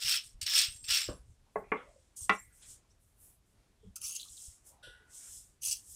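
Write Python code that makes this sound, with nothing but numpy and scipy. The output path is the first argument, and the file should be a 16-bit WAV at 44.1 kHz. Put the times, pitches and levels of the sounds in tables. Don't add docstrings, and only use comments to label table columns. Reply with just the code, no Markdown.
import sys
import numpy as np
from scipy import signal
from scipy.fft import rfft, irfft
from scipy.io import wavfile
from scipy.ndimage import uniform_filter1d

SR = 44100
rng = np.random.default_rng(int(sys.argv[2]) if len(sys.argv) > 2 else 0)


def materialize(psi):
    bounded = np.clip(np.atleast_2d(psi).T, -1, 1)
    quanta = np.round(bounded * 32767).astype(np.int16)
    wavfile.write(sys.argv[1], SR, quanta)


def rack_gain(trim_db):
    fader = np.asarray(trim_db, float)
    return 10 ** (fader / 20)


N = 262395
TIME = np.arange(N) / SR
FREQ = np.arange(N // 2 + 1) * SR / N + 1e-3

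# (frequency [Hz], spectral level [dB])
STONE_SPECTRUM = [(240, -67.5), (400, -33.5), (1010, -27.5), (1250, -16.5), (1870, -12.5), (1990, -13.5),
                  (3010, -4), (4850, -4.5), (5320, -3.5), (6210, -11.5), (8720, -11), (10200, -15),
                  (11200, -15), (15200, -8.5), (15900, -23.5)]


def unit(x):
    return x / np.sqrt(np.mean(x ** 2))


def colour(x, points, peaks=()):
    hz, db = np.transpose(points)
    shape_db = np.interp(np.log(FREQ), np.log(hz), db)
    for centre_hz, width_hz, peak_db in peaks:
        shape_db = shape_db + peak_db / (1 + (2 * (FREQ - centre_hz) / width_hz) ** 2)
    return irfft(rfft(x) * rack_gain(shape_db), N)


def causal(x, points):
    hz, db = np.transpose(points)
    size = 2048
    grid_hz = np.arange(size // 2 + 1) * SR / size + 1
    cepstrum = irfft(np.log(rack_gain(np.interp(np.log(grid_hz), np.log(hz), db))))
    cepstrum[1:size // 2] *= 2
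    cepstrum[size // 2 + 1:] = 0
    response = irfft(np.exp(rfft(cepstrum)))
    return signal.fftconvolve(x, response)[:len(x)]


def band(x, lo_hz, hi_hz, order=6):
    low_skirt = 1 + (lo_hz / FREQ) ** (2 * order)
    high_skirt = 1 + (FREQ / hi_hz) ** (2 * order)
    return unit(irfft(rfft(x) / np.sqrt(low_skirt * high_skirt), N))


def walk(rate):
    hold = int(SR / rate)
    levels = np.repeat(rng.standard_normal(N // hold + 1), hold)
    return unit(uniform_filter1d(levels, hold)[:N])


def add(track, s, sound):
    i = int(s * SR)
    track[i:i + len(sound)] += sound[:N - i]


def fade(t60, rise_s):
    t = np.arange(int(1.3 * t60 * SR) + 64) / SR
    return t, (1 - np.exp(-t / rise_s)) * rack_gain(-60 * t / t60)


def ring(modes, stretch, rise_s):
    out = np.zeros(SR)
    for hz, db, t60 in modes:
        t, env = fade(min(t60 * stretch, .76), rise_s)
        out[:len(t)] += rack_gain(db) * env * np.sin(2 * np.pi * (hz * t + rng.random()))
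    return out


def burst(hz, t60, width, rise_s):
    t, env = fade(t60, rise_s)
    edges = [hz / (1 + width), hz * (1 + width)]
    sos = signal.butter(3, edges, "band", fs=SR, output="sos")
    y = signal.sosfilt(sos, env * rng.standard_normal(len(t)))
    return y / np.abs(y).max()


def patchy(x, patch_db, size):
    z = signal.stft(x, nperseg=256)[2]
    field = uniform_filter1d(rng.standard_normal(z.shape), size[0], axis=0)
    field = uniform_filter1d(field, size[1], axis=1)
    return signal.istft(z * rack_gain(patch_db * unit(field)), nperseg=256)[1][:N]


def grit(rate, scatter_db, slip_ms, hiss, patch_db):
    sizes_db = scatter_db * np.minimum(rng.exponential(size=N), 2.5)
    slips = (rng.random(N) < rate / SR) * rack_gain(sizes_db)
    puffs = signal.lfilter([1], [1, -np.exp(-1000 / (slip_ms * SR))], slips)
    return patchy((unit(puffs) + hiss) * rng.standard_normal(N), patch_db, size=(4, 3))


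def swells(rows):
    slack_db = 20
    press_roundness, release_roundness = 1.9, 1.486
    t = TIME[::32]
    power, bright = np.full(len(t), 1e-15), np.zeros(len(t))
    for s, press_s, release_s, db, bright_db in rows:
        away = np.abs(t - s) / np.where(t < s, press_s, release_s)
        roundness = np.where(t < s, press_roundness, release_roundness)
        touch = rack_gain(2 * (db - slack_db * away ** roundness))
        power = power + touch
        bright = bright + touch * bright_db
    return np.interp(TIME, t, 10 * np.log10(power)), np.interp(TIME, t, bright / power)


def stroke(rows, x, edges_hz, layers, flicker_db):
    body_db, bright_db = swells(rows)
    low_db, sheen_db, air_db = (db + slope * bright_db for db, slope in layers)
    foot, low, mid, high = edges_hz
    out = band(x, low, mid) + rack_gain(low_db) * band(x, foot, low)
    out += rack_gain(sheen_db) * band(x, mid, high)
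    out += rack_gain(air_db) * band(x, high, SR / 2)
    return out * rack_gain(body_db + flicker_db * walk(40))


def quiet_floor():
    # (frequency [Hz], spectral level [dB])
    spectrum = [(12, -35.5), (20, 2.5), (49, -1.5), (65, -14.5), (110, -6.5), (177, -13.5), (445, -19.5),
                (588, -22.5), (676, -21.5), (735, -23.5), (1320, -26.5), (1900, -28), (3820, -30),
                (9890, -33), (15900, -40.5)]
    hiss = band(colour(rng.standard_normal(N), spectrum), 130, 12500, order=5)
    return rack_gain(-74.5 + 1.2 * walk(9)) * hiss


def roller_scrape():
    # (firmest time [s], press [s], release [s], level [dB], brightness [dB])
    strokes = [(.046, 0.063, 0.13, -38, 0), (.122, 0.083, 0.079, -30.5, 0), (.231, .07, 0.11, -62.5, 9.5),
               (.4145, 0.0021, 0.054, -45.5, 5), (.468, 0.012, 0.17, -35.5, -5.5),
               (.579, 0.064, 0.098, -26, 0), (.72, .08, 0.11, -60.5, 11), (.843, 0.0046, 0.061, -51, 3),
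               (.918, .04, 0.07, -29, -3.5), (.96, .05, 0.11, -30.5, -2), (1.09, .07, 0.11, -65.5, 10.5)]
    # (frequency [Hz], width [Hz], gain [dB])
    peaks = [(5400, 450, 5), (8000, 380, 3), (8600, 1300, 8.5), (11330, 710, 7.5), (14900, 1000, 3)]
    # (foot [Hz], low [Hz], mid [Hz], high [Hz])
    edges = (300, 2000, 6500, 10000)
    # (level [dB], slope [dB per dB of brightness])
    layers = [(-17.5, -0.22), (-8, 1.78), (-14.5, 0)]
    roller = grit(rate=900, scatter_db=2.5, slip_ms=1.2, hiss=1.1, patch_db=3.0)
    roller = colour(roller, STONE_SPECTRUM, peaks)
    return stroke(strokes, roller, edges, layers, flicker_db=-1.0)


def low_bumps():
    # (time [s], level [dB], dying time [s])
    bumps = [(0.049, -48.5, 0.05), (.14, -57, .04), (.25, -59, 0.029), (0.35, -56, 0.064),
             (.43, -55, 0.058), (0.499, -61, 0.046), (.686, -52, .05), (.755, -59, .03), (.83, -59.5, 0.06),
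             (.89, -49.5, 0.058), (1.088, -42.5, 0.1), (1.2, -50, 0.097), (1.3, -56, 0.059),
             (1.561, -59.5, 0.095), (1.759, -64.5, 0.11), (2.219, -55, 0.079), (2.3, -63, 0.081),
             (2.48, -59, 0.038), (3.86, -48, .08), (4.04, -57.5, 0.057), (4.31, -64.5, 0.084),
             (4.485, -56, 0.04), (4.87, -62.5, 0.11), (5.299, -67, 0.096), (5.68, -61.5, .12),
             (5.9, -66.5, 0.11)]
    # (frequency [Hz], spectral level [dB])
    spectrum = [(12, -32.5), (25, -4), (50, -3), (102, -8.5), (125, -10.5), (140, -26), (200, -27),
                (300, -33), (450, -59.5)]
    rise_share, rumble_db = 0.14, -70.5
    rows = [(s, rise_share * die_s, die_s, db, 0) for s, db, die_s in bumps]
    level = np.hypot(rack_gain(swells(rows)[0]), rack_gain(rumble_db))
    thud = band(colour(rng.standard_normal(N), spectrum), 24, 400, order=3)
    return level * rack_gain(3.0 * walk(25)) * thud


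def squeaks():
    # (time [s], length [s], start frequency [Hz], end frequency
    # [Hz], level [dB])
    glides = [(2.895, .04, 5000, 6600, -67), (4.015, .075, 5500, 5750, -43),
              (4.075, .075, 6300, 6700, -40.5), (4.15, 0.033, 6200, 6900, -40),
              (4.185, 0.047, 6600, 6600, -53), (.12, 0.093, 3200, 2950, -43.5), (2.3, .12, 5700, 5700, -63),
              (1.05, .2, 10200, 10000, -66), (.87, .15, 5600, 5500, -36), (.55, .1, 8600, 8500, -36),
              (4.02, 0.056, 2000, 2900, -60), (4.055, .2, 2850, 3200, -56), (2.155, .1, 6600, 6100, -52.5),
              (2.155, .14, 8700, 8300, -46.5), (.49, .15, 5150, 5600, -27.5),
              (.05, 0.119, 5300, 5500, -30.5), (5.64, 0.099, 5000, 6250, -43.5),
              (3.76, .18, 3400, 3200, -79.5)]
    out = np.zeros(N)
    for s, length, from_hz, to_hz, db in glides:
        t = np.arange(int(length * SR)) / SR
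        tone = signal.chirp(t, from_hz, length, to_hz)
        add(out, s, rack_gain(db) * np.hanning(len(t)) * walk(620)[:len(t)] * tone)
    return out


def nail_snaps():
    # (time [s], peak level [dB])
    grains = [(.0534, -22), (0.064, -21.5), (0.0767, -17.5), (.1127, -17), (.1238, -14), (.131, -17),
              (.1409, -18), (0.1595, -21), (.17, -25), (0.4161, -23), (0.49, -24), (.5103, -22),
              (0.5665, -11), (.578, -12), (.5889, -9), (0.6155, -13)]
    snap = -causal(signal.unit_impulse(512), STONE_SPECTRUM)
    out = np.zeros(N)
    for s, db in grains:
        add(out, s, rack_gain(db - 3.5) * snap / np.abs(snap).max())
    return out


def nail_catches():
    # (time [s], peak level [dB], centre frequency [Hz], T60 [s])
    catches = [(0.414, -16, 5570, 0.019), (0.462, -22, 4200, 0.06), (0.577, -11, 5400, 0.04),
               (0.5867, -6, 5400, 0.03), (0.6143, -10.5, 4550, 0.081), (0.839, -50, 8900, 0.036),
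               (2.167, -40.5, 8600, 0.045), (3.9577, -31, 8870, 0.036), (4.0924, -30, 6440, 0.036),
               (4.1636, -25, 6310, 0.027), (5.679, -24, 6120, 0.032), (5.728, -21.5, 6550, 0.035)]
    out = np.zeros(N)
    for s, db, hz, t60 in catches:
        add(out, s, rack_gain(db - 10) * burst(hz, t60, width=.6, rise_s=0.0014))
    return out


def bangle_clinks():
    # (time [s], peak level [dB], frequency [Hz])
    clinks = [(0.5294, -33, 7400), (0.6644, -33.5, 8340), (0.6923, -38.5, 8360), (.72, -43, 8350),
              (0.7394, -45, 7520), (.752, -45, 8350), (.772, -46, 7540), (0.7894, -47, 8350),
              (.805, -47, 7540), (0.824, -43, 8340), (.841, -41, 8350), (.841, -43, 7530),
              (0.8594, -40, 7530), (0.9048, -32, 7620), (0.9694, -33, 7600), (1.0, -36, 7580),
              (1.0294, -35.5, 7640), (1.0899, -42, 7530), (1.0899, -45, 8330), (1.1294, -52, 7540),
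              (2.1814, -37, 8830), (2.2218, -32.5, 8320), (2.3796, -41, 7440), (2.4176, -51, 8390),
              (2.5225, -57, 8230), (2.5994, -71, 8500)]
    # (time [s], peak level [dB], frequency [Hz])
    high_clinks = [(0.6948, -52, 9650), (0.7394, -53, 9680), (2.3806, -60, 9730), (2.6045, -55, 9740),
                   (1.59, -66, 14000)]
    out = np.zeros(N)
    for rows, t60 in (clinks, .14), (high_clinks, .15):
        for s, db, hz in rows:
            add(out, s, rack_gain(db - 5) * burst(hz, t60, width=.012, rise_s=.002))
    return out


def roller_knocks():
    # (time [s], peak level [dB], tail T60 [s], crack over tail [dB], slab level [dB])
    blows = [
        (1.087, -30, 0.23, 6, -35),
        (1.557, -24, 0.33, 18.5, -32),
        (1.7176, -20, 0.31, 19.5, -35.5),
        (2.294, -11.5, 0.12, 9.5, -28),
    ]
    # (frequency [Hz], spectral level [dB])
    spectra = [
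        [(71, -28), (120, -1.5), (578, -3), (808, -11.5), (1210, -9.5), (1370, -13.5), (1540, -7), (1900, -21),
         (2470, -55), (4180, -120)],
        [(71, -40.5), (120, -14), (173, -4.5), (322, -9.5), (410, -1.5), (507, -13.5), (555, -2.5), (836, -5.5),
         (2080, -19.5), (4500, -67), (5850, -93.5), (9900, -120)],
        [(71, -41.5), (120, -32), (173, -11), (326, -5), (422, -2.5), (686, -9.5), (902, -7.5), (1120, -2.5),
         (1600, -14.5), (2170, -5.5), (4500, -57.5), (5850, -84), (9900, -120)],
        [(71, -52), (120, -29.5), (183, -11), (327, -12), (436, -10), (571, -12), (1330, -1.5), (1680, -13),
         (2000, -2.5), (2470, -12.5), (2670, -4.5), (3000, -13), (12000, -40), (15600, -68), (22000, -120)],
    ]
    slams_db = [14, 21, 18, 18]
    # (frequency [Hz], level [dB], T60 [s])
    blow_modes = [
        [(191, -4, 0.17), (352, 1, .1), (580, -2, .1), (1200, -9, 0.072), (1500, -8, .08)],
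        [(194, -15, .15), (438, 0.5, .08), (580, -4.5, 0.088), (823, -4, 0.089), (1078, 1, .07),
         (1705, -13, .07), (2034, -8.5, .06)],
        [(270, -12.5, .12), (430, 0.5, .08), (913, -9, 0.099), (1141, -1.5, .08), (1518, -10.5, .08),
         (1701, -11, .06), (2110, -1, 0.055), (2390, -10.5, .06)],
        [(194.2, -12.5, .14), (425.7, -10, .09), (828, -8, .1), (1081, 0, .07), (1373, -7, 0.087),
         (1863, -6, .08), (1971, 0.5, .07), (2314, -8, .08), (2697, -9, .07), (3300, -20, .07),
         (4000, -24, .05), (4750, -24, .05), (5800, -24, .05)],
    ]
    blow_modes_db = [-39.5, -31, -26.5, -19]
    # (frequency [Hz], level [dB], T60 [s])
    slab = [(2010, -22.5, 0.94)]
    slam_lag_s = .0024
    lowpass = signal.butter(4, 2800., fs=SR, output="sos")
    out = np.zeros(N)
    for blow, spectrum, slam_db, modes, ring_db in zip(blows, spectra, slams_db, blow_modes, blow_modes_db):
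        s, db, tail_t60, crack_db, slab_db = blow
        noise, push = rng.standard_normal(SR), np.zeros(SR)
        dull = unit(signal.sosfilt(lowpass, noise))
        t, env = fade(tail_t60, rise_s=.002)
        push[:len(t)] += env * dull[:len(t)]
        t, env = fade(0.03, rise_s=0.0012)
        push[:len(t)] += rack_gain(crack_db + 10.0) * env * noise[:len(t)]
        push[int(slam_lag_s * SR)] += rack_gain(crack_db + slam_db)
        y = causal(push, spectrum)
        add(out, s, rack_gain(db) * y / np.abs(y).max())
        add(out, s, rack_gain(ring_db) * ring(modes, 0.98, rise_s=.0012))
        for hz, mode_db, t60 in slab:
            add(out, s, rack_gain(db + slab_db + mode_db) * burst(hz, t60, width=0.055, rise_s=.02))
    return out


def skin_wipe():
    # (firmest time [s], press [s], release [s], level [dB], brightness [dB])
    wipes = [(1.3, .1, 0.13, -77.5, -4), (1.59, 0.096, 0.092, -80, 13), (2.0, 0.46, 0.2, -76.5, -14.5),
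             (2.172, 0.011, .08, -49.5, 4.5), (2.235, 0.044, 0.053, -47, 2.5),
             (2.352, 0.052, 0.038, -56, 1), (2.4, 0.033, 0.17, -71, 14.5), (2.57, 0.054, .14, -66.5, 9),
             (2.63, .02, 0.19, -64.5, -25), (2.712, 0.14, 0.085, -55, 0.5),
             (2.916, 0.043, 0.055, -79, -11.5), (3.03, 0.053, .2, -80.5, 13),
             (3.25, 0.082, .12, -69.5, 22.5), (3.27, 0.09, 0.079, -73.5, 8), (3.5, 0.084, 0.11, -82, 7.5),
             (4.28, .08, 0.33, -65.5, -11), (4.44, 0.3, 0.16, -52.5, -0.5), (4.68, 0.038, 0.081, -59.5, 7),
             (5.17, 0.077, 0.26, -52.5, -0.5), (5.35, 0.17, 0.14, -52, 2.5), (5.8, 0.048, 0.052, -60, 1.5),
             (3.86, 0.089, 0.14, -83.5, -11.5), (5.94, 0.15, .15, -55.5, 6)]
    # (frequency [Hz], spectral level [dB])
    spectrum = [(1290, -51.5), (2200, -12), (2430, -19), (3250, -16.5), (3930, -18), (4790, -19.5),
                (5250, -14), (7870, -3.5), (14800, -16.5), (15900, -32.5)]
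    # (level [dB], slope [dB per dB of brightness])
    layers = [(-17, -.6), (-10.5, 1.0)]
    sheen_db, bright_db = swells(wipes)
    body_db, air_db = (db + slope * bright_db for db, slope in layers)
    x = colour(grit(rate=5300, scatter_db=-1.5, slip_ms=1.0, hiss=1.5, patch_db=1.5), spectrum)
    out = band(x, 5000, 9500, order=14)
    out += rack_gain(body_db) * band(x, 2900, 5000, order=10)
    out += rack_gain(air_db) * band(x, 9500, SR / 2, order=14)
    return out * rack_gain(sheen_db + 1.0 * walk(25))


def damped_contacts():
    # (time [s], peak level
    # [dB], centre frequency [Hz], T60 [s])
    contacts = [(1.462, -66, 940, 0.14), (1.618, -45, 436, 0.027), (1.754, -37, 1050, 0.06),
                (1.752, -38, 500, 0.044), (1.805, -47, 1360, 0.043), (1.6305, -59, 2200, 0.31),
                (1.678, -60, 2300, .1), (2.2, -66, 1080, .15), (2.13, -73, 1250, .08),
                (2.62, -70, 1450, .12), (2.5, -68, 1510, .2), (2.62, -55, 3600, 0.16),
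                (1.799, -53, 460, 0.04), (1.86, -54.5, 616, 0.33), (1.953, -54.5, 558, 0.056),
                (1.765, -54, 3140, 0.3), (3.826, -57, 427, 0.11), (3.835, -56, 195, 0.066),
                (3.859, -48, 182, 0.1), (3.962, -54, 1240, 0.021), (4.018, -57.5, 1230, 0.24),
                (4.093, -60, 1130, 0.051), (4.248, -61, 1160, 0.07), (4.72, -61.5, 880, 0.17),
                (4.78, -63, 775, .12), (4.83, -59, 580, 0.054), (4.868, -52.5, 525, 0.025),
                (4.87, -57, 340, .03), (4.865, -64, 900, 0.059), (2.36, -50, 2000, .3),
                (4.89, -64, 440, .12), (5.0, -65.5, 400, .05), (4.7, -63, 616, 0.13)]
    out = np.zeros(N)
    for s, db, hz, t60 in contacts:
        add(out, s, rack_gain(db - 2.0) * burst(hz, t60, width=0.15, rise_s=0.0031))
    return out


def cloth_rustle():
    # (firmest time [s], press [s], release [s], level [dB], brightness [dB])
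    folds = [(2.65, 0.18, 0.31, -85.5, 9.5), (2.85, 0.084, 0.092, -85, -13), (3.835, 0.019, .1, -80.5, -23),
             (4.45, 0.073, 0.27, -81, -2), (4.68, 0.26, 0.15, -77, -8), (4.872, 0.039, 0.072, -71, -5.5),
             (5.08, 0.48, 0.19, -77, -5), (5.3, 0.214, 0.13, -82, 9), (5.68, .08, 0.16, -79.5, 6.5)]
    noise = patchy(rng.standard_normal(N), patch_db=5.0, size=(1, 20))
    cloth_db, crisp_db = swells(folds)
    rub = band(noise, 250, 1100, order=3) + rack_gain(crisp_db) * band(noise, 1300, 2800, order=4)
    return rack_gain(cloth_db + 2.5 * walk(30)) * rub


def rim_scrape():
    # (firmest time [s], press [s], release [s], level [dB], brightness [dB])
    strokes = [(3.9585, 0.002, 0.032, -47.5, 4), (4.017, .004, 0.058, -51, 4.5),
               (4.06, 0.053, .13, -44, 2.5), (4.166, 0.0248, 0.011, -42, -4),
               (4.21, 0.046, 0.078, -55.5, 1.5), (5.632, 0.015, 0.036, -42.5, 0.5),
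               (5.66, 0.032, 0.11, -38, 2.5), (5.72, 0.063, 0.058, -39.5, -5.5)]
    # (frequency [Hz], spectral level [dB])
    spectrum = [(880, -64), (1500, -22), (2250, -15), (2770, -1.5), (3760, -14), (4580, -8), (6280, -0.5),
                (6800, -4), (8620, -1.5), (9610, 0), (11500, -7), (12500, -6), (15900, -14)]
    # (frequency [Hz], width [Hz], gain [dB])
    peaks = [(3020, 640, 1.5), (4630, 220, 2.5), (6224, 47, 10), (7770, 420, 2.5), (9200, 710, 4),
             (10520, 330, 6.5), (12230, 100, 8)]
    # (foot [Hz], low [Hz], mid [Hz], high [Hz])
    edges = (2200, 4500, 7500, 11000)
    # (level [dB], slope [dB per dB of brightness])
    layers = [(-14, 0.079), (-7, 0.98), (-5, 0.59)]
    rim = grit(rate=600, scatter_db=3.0, slip_ms=1.5, hiss=.9, patch_db=3.0)
    rim = colour(rim, spectrum, peaks)
    return stroke(strokes, rim, edges, layers, flicker_db=0.5)


def crumb_cracks():
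    # (time [s], peak level [dB], centre frequency [Hz])
    cracks = [(4.196, -35, 3660), (4.203, -41, 4200), (4.212, -37.5, 3700), (4.2288, -35, 3700),
              (4.2844, -43, 4000), (4.3693, -44.5, 4400), (4.376, -44.5, 3600)]
    out = np.zeros(N)
    for s, db, hz in cracks:
        add(out, s, rack_gain(db - 2.5) * burst(hz, t60=.014, width=0.14, rise_s=0.00091))
    return out


def dish_ring():
    # (frequency [Hz], level [dB], T60 [s])
    modes = [(1406, -14.5, 0.83), (1460, -1.5, 1.0), (1580, -4.5, 0.97), (1690, -17, 0.89)]
    # (frequency [Hz], peak level [dB], T60 [s], relative width [1])
    puffs = [(1503, -54, 1, 0.07), (1914, -63, 1, 0.043), (3290, -46.5, 0.42, 0.18),
             (4540, -60.5, 0.33, 0.093), (5570, -61, 0.48, 0.088), (8160, -58.5, 0.44, 0.075),
             (10140, -57, 0.47, 0.12)]
    strike_s = 4.8262
    out = np.zeros(N)
    add(out, strike_s, rack_gain(-51.5) * ring(modes, 1.0, rise_s=0.0071))
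    for hz, db, t60, width in puffs:
        add(out, strike_s, rack_gain(db) * burst(hz, t60, width, rise_s=.008))
    return out


def room_tail(near):
    t, env = fade(0.14, rise_s=0.0034)
    tail = env * rng.standard_normal(len(t))
    tail = signal.sosfilt(signal.butter(2, 5000., fs=SR, output="sos"), tail)
    return rack_gain(-10) * signal.fftconvolve(near, tail / np.sqrt(np.sum(tail ** 2)))[:N]


def scene():
    near = roller_scrape() + squeaks() + nail_snaps() + nail_catches() + bangle_clinks()
    near += roller_knocks() + skin_wipe() + damped_contacts()
    near += rim_scrape() + crumb_cracks() + dish_ring()
    far = quiet_floor() + low_bumps() + cloth_rustle()
    return (near + room_tail(near) + far)[None]


def band_limit(x):
    return signal.sosfilt(signal.butter(12, 15830, fs=SR, output="sos"), x)


def record(dry):
    lowpass = signal.ellip(8, .2, 70, 15750, fs=SR, output="sos")
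    mix = signal.sosfilt(lowpass, dry)
    return band_limit(mix)


dry = scene()
out = record(dry)
materialize(out)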